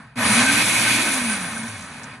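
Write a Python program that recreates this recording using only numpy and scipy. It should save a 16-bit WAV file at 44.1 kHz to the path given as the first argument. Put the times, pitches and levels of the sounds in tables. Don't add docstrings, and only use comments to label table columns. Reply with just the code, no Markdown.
import sys
import numpy as np
from scipy import signal
from scipy.fft import rfft, irfft
from scipy.io import wavfile
from scipy.ndimage import uniform_filter1d

SR = 44100
rng = np.random.default_rng(int(sys.argv[2]) if len(sys.argv) > 2 else 0)


def master(y):
    cut = np.clip(np.atleast_2d(y).T, -1, 1)
    pcm = np.round(cut * 32767)
    wavfile.write(sys.argv[1], SR, pcm.astype(np.int16))


def gain_from_db(level_db):
    decades = np.asarray(level_db, float) / 20
    return 10 ** decades


N = 97020
T = np.arange(N) / SR
HZ = np.arange(N + 1) * SR / (2 * N) + 1e-3
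ON_S, OFF_S = .157, 1.12

# t/s, turns per second/Hz, level/dB
SHAFT_RUN = [(.27, 196, -36), (.31, 206, -22), (.348, 220, -31), (.385, 238, -22), (.43, 255, -30),
             (.5, 277, -28), (.575, 292, -29), (.6, 295, -40), (.63, 298, -33), (.66, 300, -46),
             (.725, 302, -35), (.76, 304, -46), (.9, 290, -42), (.955, 278, -31), (1, 280, -44),
             (1.08, 280, -44), (1.13, 268, -35), (1.258, 233.5, -25), (1.346, 202, -30), (1.372, 196, -43),
             (1.432, 179.6, -35), (1.475, 168, -39), (1.5, 162, -56), (1.65, 122, -52), (1.7, 112, -39),
             (1.78, 94, -44), (1.88, 71, -58)]
# f/Hz, width/Hz, level/dB
VENT_PEAKS = [(5900, 400, -5), (9320, 270, 7), (9850, 270, 8), (10220, 220, 9)]


def in_time(rows):
    s, *columns = np.transpose(rows)
    return [np.interp(T, s, column) for column in columns]


def at_hz(points):
    hz, db = np.transpose(points)
    octaves_below = np.maximum(np.log2(hz[0] / HZ), 0)
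    octaves_above = np.maximum(np.log2(HZ / hz[-1]), 0)
    return gain_from_db(np.interp(np.log(HZ), np.log(hz), db) - 150 * (octaves_below + octaves_above))


def below(hz):
    return .5 - .5 * np.tanh((HZ - hz) / 25)


def rms_one(x):
    return x / np.sqrt(np.mean(x ** 2) + 1e-20)


def drift(rate_hz):
    r = np.exp(-2 * np.pi * rate_hz / SR)
    slow = signal.lfilter([1], [1, -2 * r, r * r], rng.standard_normal(2 * N))[N:]
    return rms_one(slow - slow.mean())


def fade_between(start, end, in_per_s, out_per_s):
    return np.clip(np.minimum((T - start) * in_per_s, (end - T) * out_per_s), 0, 1)


def resonance(hz, width):
    return 1 / (1 + (2 * (HZ - hz) / width) ** 2)


def rings(peaks, ring_db):
    power = sum(gain_from_db(2 * (db + ring_db)) * resonance(hz, width) for hz, width, db in peaks)
    return np.sqrt(1 + power)


def stereo_noise(colour, unevenness):
    # f/Hz, side minus mid/dB
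    spread = [(60, -41), (270, -42.5), (580, -24), (1000, -7.5), (1400, -22.5), (2400, -4), (5600, -6.5),
              (11900, -4)]
    # f/Hz, left minus right/dB
    louder_left = [(60, 0.0), (130, 0.0), (270, 0.0), (650, 1.5), (1230, 0.2), (2630, -1.5), (5600, -1.0),
                   (11900, 0.0)]
    # f/Hz, lead of the left/radians
    left_lead = [(0, 0), (4050, -0.1), (4910, -3.2), (5600, -0.3), (6720, 0.4), (7750, 2.6), (8010, 0.1),
                 (12100, -0.1)]
    # f/Hz, width/Hz, depth/0-1
    cancelled = [(2801, 220, 0.62), (4287, 98, 1), (4880, 180, 0.8), (5210, 57, 0.2), (8150, 67, 0.3)]
    mid, side = rfft(rng.standard_normal((2, N)) * unevenness, 2 * N) * colour
    scale = np.sqrt(2 * N * N / np.sum(abs(mid) ** 2))
    for hz, width, depth in cancelled:
        mid = mid * (1 - np.clip(depth, 0, 1) * resonance(hz, width))
    side = side * at_hz(spread)
    level_lean = at_hz([(1e-4, 0.0064)] + list(louder_left) + [(SR, 0)]) ** .5
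    lean = level_lean * np.exp(.5j * np.interp(HZ, *np.transpose(left_lead)))
    return scale * irfft([(mid + side) * lean, (mid - side) / lean])[:, :N]


def uneven(turns, depth, flicker_db, lurch_db):
    once_a_turn = 1 + np.clip(depth, 0, 1) * np.sin(2 * np.pi * turns)
    return once_a_turn * gain_from_db(flicker_db * drift(270) + lurch_db * drift(11.4))


def kitchen():
    # f/Hz, level per Hz/dB
    room_colour = [(18, -29), (30, -1), (149, 23), (321, -25), (1030, 2), (3710, -49), (4870, -50),
                   (9720, -41), (11000, -54), (14300, -84), (22000, -120)]
    return gain_from_db(-52.5) * stereo_noise(at_hz(room_colour), 1)


def starting():
    kick_db, spinup_s = -16, .024
    fading_db = -15.5 - 77 * T
    spinup_db = kick_db * np.clip(1 - (T - ON_S) / spinup_s, 0, 1)
    return gain_from_db(np.where(T > ON_S, spinup_db, fading_db))


def rumble(turns, effort_db):
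    # f/Hz, level per Hz/dB
    rumble_colour = [(15, -60), (25, -30), (70, -14.5), (112, -1.5), (151, -10), (216, 3), (270, 0.5),
                     (408, -54), (600, -10.5), (780, -24.5), (1320, -120)]
    level = gain_from_db(-34.5 + 1.02 * (effort_db + 25))
    return level * stereo_noise(at_hz(rumble_colour), uneven(turns, 0, 0, 1.03))


def rattle(turns, effort_db):
    # f/Hz, level per Hz/dB
    rattle_colour = [(180, 0.5), (330, -8.5), (429, -7), (979, 0), (1380, -2), (1510, 2), (2000, -4),
                     (2600, -49), (4400, -120)]
    # f/Hz, width/Hz, level/dB
    bowl_peaks = [(1053, 33, -7.5), (1283, 16, -1), (1528, 60, -5.5), (1783, 28, -3.5), (1856, 32, -2)]
    colour = at_hz(rattle_colour) * rings(bowl_peaks, 7)
    return gain_from_db(-4 + effort_db) * stereo_noise(colour, uneven(turns, 0.037, 0.55, 0.96))


def gear_whine(turns, effort_db, whine_db):
    # f/Hz, level per Hz/dB
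    whine_colour = [(1120, -20), (1900, -4), (2210, -1.5), (2520, -3), (2810, -3), (3400, -8), (4590, -3.5),
                    (5000, -4.5), (6500, -55), (11000, -120)]
    # f/Hz, width/Hz, level/dB
    housing_peaks = [(2174, 26, 11.5), (2280, 21, 10.5), (2483, 85, 10.5), (2589, 21, 8.5), (2852, 66, 6.5),
                     (3430, 42, 8.5)]
    level = gain_from_db(-2.5 + effort_db + whine_db) * gain_from_db(-6 * (T < ON_S))
    colour = at_hz(whine_colour) * rings(housing_peaks, 0.086)
    return level * stereo_noise(colour, uneven(turns, 0.13, 0.19, 0.68))


def hiss(turns, effort_db, bright_db):
    # f/Hz, level per Hz/dB
    hiss_colour = [(2350, -14), (4000, -1.5), (4610, -8), (5010, -5), (5910, -2), (7800, -1.5),
                   (9910, -5.5), (11000, -7), (12300, -10), (16000, -47), (22000, -120)]
    level = gain_from_db(-3 + effort_db + 0.86 * bright_db) * gain_from_db(-8.5 * (T < ON_S))
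    colour = at_hz(hiss_colour) * rings(VENT_PEAKS, 0.11)
    return level * stereo_noise(colour, uneven(turns, 0.075, 0.96, 0.93))


def fan_air(x):
    # start/s, end/s
    air_gaps = [
        (-1, .15),
        (.2, .295),
        (.335, .51),
        (1.31, 1.355),
        (1.565, 1.625),
        (1.75, 1.775),
        (1.85, 1.94),
        (2.06, 2.3),
    ]
    fade_db_per_s = -8
    dull = irfft(rfft(x, 2 * N) * below(11100))[:, :N]
    shut = uniform_filter1d(sum(1. * (T > start) * (T < end) for start, end in air_gaps), size=400)
    thinning = gain_from_db(fade_db_per_s * np.maximum(T - OFF_S, 0))
    return dull + (1 - shut) * thinning * (x - dull)


def hum():
    # f/Hz, running level/dB, switch-on level/dB
    hum_tones = [
        (119, -40, -32),
        (238, -48, -23),
    ]
    inrush_s, rise_s, sag = .07, .02, .12
    since_on = np.maximum(T - ON_S, 0)
    powered = np.clip(since_on / rise_s, 0, 1) * np.clip((OFF_S - T) * 8, 0, 1)
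    surge = np.exp(-(since_on / inrush_s) ** 4)
    sagging_time = np.cumsum(1 + sag * (.5 - since_on / inrush_s)) / SR
    out = 0
    for hz, run_db, inrush_db in hum_tones:
        running = gain_from_db(run_db + 5.3 * drift(6.3)) * np.sin(2 * np.pi * hz * T)
        inrush = gain_from_db(inrush_db) * np.sin(2 * np.pi * hz * sagging_time)
        out = out + running * (1 - surge) + inrush * surge
    return powered * out


def thin_high_tone():
    # start/s, end/s, f/Hz
    start, end, hz = (.19, .51, 11542)
    level = gain_from_db(-41 + 2 * drift(23)) * fade_between(start, end, 100, 100)
    return level * np.sin(2 * np.pi * hz * T)


def swells(rows, colour):
    shape = sum(gain_from_db(db) * np.exp(-.5 * ((T - s) / length) ** 2) for s, db, length in rows)
    return shape * stereo_noise(colour, 1)


def bowl_singing():
    # t/s, level/dB
    sweeps = [(0.218, -32.5), (.41, -27), (.49, -23.5), (.58, -34), (.79, -32), (.87, -28.5), (.94, -32),
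              (1.07, -34), (1.19, -35.5), (1.31, -32), (1.35, -41), (1.44, -37), (1.53, -48), (1.575, -37),
              (1.69, -43)]
    sweep_s = 0.015
    return swells([(s, db, sweep_s) for s, db in sweeps], resonance(1545, 48))


def scraps():
    # t/s, peak level/dB
    hits = [(0.2614, -38.5), (0.3344, -8), (1.5794, -21), (1.632, -24), (1.682, -20), (1.793, -25),
            (1.810, -26), (1.8244, -25), (1.848, -29), (1.980, -35), (1.9944, -32), (2.033, -22),
            (2.041, -27)]
    t60_s = .045
    shape = sum(gain_from_db(db - 17 - 60 * np.maximum(T - s, 0) / t60_s) * (T >= s) for s, db in hits)
    return shape * stereo_noise(1 / np.sqrt(1 + ((HZ - 6600) / 1800) ** 4), 1)


def vents_shrilling():
    # t/s, level/dB, length/s
    shrills = [
        (.27, -30, 0.018),
        (.335, -27.5, 0.033),
        (.6, -51, .04),
        (.83, -33.5, .03),
        (1.13, -33, 0.038),
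        (1.25, -34.5, 0.026),
        (1.325, -31.5, 0.029),
        (1.45, -40, 0.049),
        (1.59, -41.5, 0.027),
        (1.69, -45, 0.02),
    ]
    ringing_only = np.sqrt(rings(VENT_PEAKS[1:], 0) ** 2 - 1)
    return swells(shrills, ringing_only * below(9900) * (1 - below(8100)))


def shaft(turns, hz, level_db):
    # times the shaft speed, level/dB
    overtones = [
        (2, -41),
        (3, -56),
    ]
    base_hz, base_width_hz = 232, 90
    level = gain_from_db(level_db + 3) * (1 + .1 * drift(12))
    out = level * np.sin(2 * np.pi * turns) * fade_between(SHAFT_RUN[0][0], SHAFT_RUN[-1][0], 50, 50)
    for order, db in overtones:
        near_base = 1 / (1 + (2 * (order * hz - base_hz) / base_width_hz) ** 2)
        wobble = 1 + .5 * drift(6.9)
        out = out + gain_from_db(db) * near_base * wobble * np.sin(2 * np.pi * order * turns) * (T > OFF_S)
    return out


def growl():
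    # start/s, end/s
    start, end = (.58, 1.16)
    level = gain_from_db(-40.5 + 2.7 * drift(11.4)) * fade_between(start, end, 20, 20)
    return level * stereo_noise(1 / (1 + (2 * (HZ - 302) / 104) ** 4), 1)


def base_ring():
    # start/s, end/s
    start, end = (1.47, 1.695)
    level = gain_from_db(-33 + 2 * drift(56)) * fade_between(start, end, 20, 50)
    return level * np.sin(2 * np.pi * 226 * T)


def scene():
    # t/s, level/dB, share of gear whine/dB, brightness/dB
    effort = [(0.18, -28, -1.5, -9), (0.23, -21.5, -4, -6), (0.28, -22, -0.5, -2), (0.42, -21.5, 1, 1.5),
              (0.45, -24.5, 1, 0.5), (0.62, -21.5, 3, -1), (0.63, -27.5, 6, 4), (0.66, -25, -0.5, 2.5),
              (0.7, -26, 4, 1.5), (0.96, -26, 4.5, 3), (1.28, -29, -1.5, -4.5), (1.32, -29, -0.5, -3.5),
              (1.35, -32, 1, -2.5), (1.39, -31, -3.5, -5), (1.77, -37, -4.5, -5.5), (1.82, -38.5, -4.5, -6),
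              (2.15, -40.5, -5, -15), (2.2, -43, -15, -22)]
    hz, level_db = in_time(SHAFT_RUN)
    effort_db, whine_db, bright_db = in_time(effort)
    turns = np.cumsum(hz) / SR
    machine = rumble(turns, effort_db) + rattle(turns, effort_db)
    machine = machine + gear_whine(turns, effort_db, whine_db) + hiss(turns, effort_db, bright_db)
    noises = starting() * machine + kitchen() + bowl_singing() + scraps() + vents_shrilling() + growl()
    tones = hum() + thin_high_tone() + shaft(turns, hz, level_db) + base_ring()
    return tones + fan_air(noises)


def dropouts(mid):
    # f/Hz, width/Hz, share of the time/0-1
    bands = [(2800, 100, .25), (3150, 120, .06), (4330, 130, .15), (4880, 170, .5), (5170, 170, .3),
             (5450, 180, .3), (6800, 150, .1), (7200, 150, .08), (7620, 150, .22)]
    out = irfft(mid)[:N]
    for hz, width, share in bands:
        chance = drift(7)
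        gone = uniform_filter1d(1. * (chance < np.quantile(chance, share)), size=700)
        band = below(hz + width / 2) * (1 - below(hz - width / 2))
        out = out - gone * irfft(mid * band)[:N]
    return out


def roll_off(x):
    return signal.sosfilt(signal.butter(12, 12520, fs=SR, output="sos"), x)


def record(dry):
    # low/Hz, high/Hz, side level/dB
    same_bands = [
        (-99, 200, -8),
        (1380, 2020, -60),
        (5900, 6600, -60),
        (8000, 9600, -12),
    ]
    left, right = rfft(dry, 2 * N) * below(12110)
    mid = dropouts((left + right) / 2)
    side_db = sum(db * below(high) * (1 - below(low)) for low, high, db in same_bands)
    side = irfft((left - right) / 2 * gain_from_db(side_db))[:N]
    return roll_off(np.array([mid + side, mid - side]))


dry = scene()
out = record(dry)
master(out)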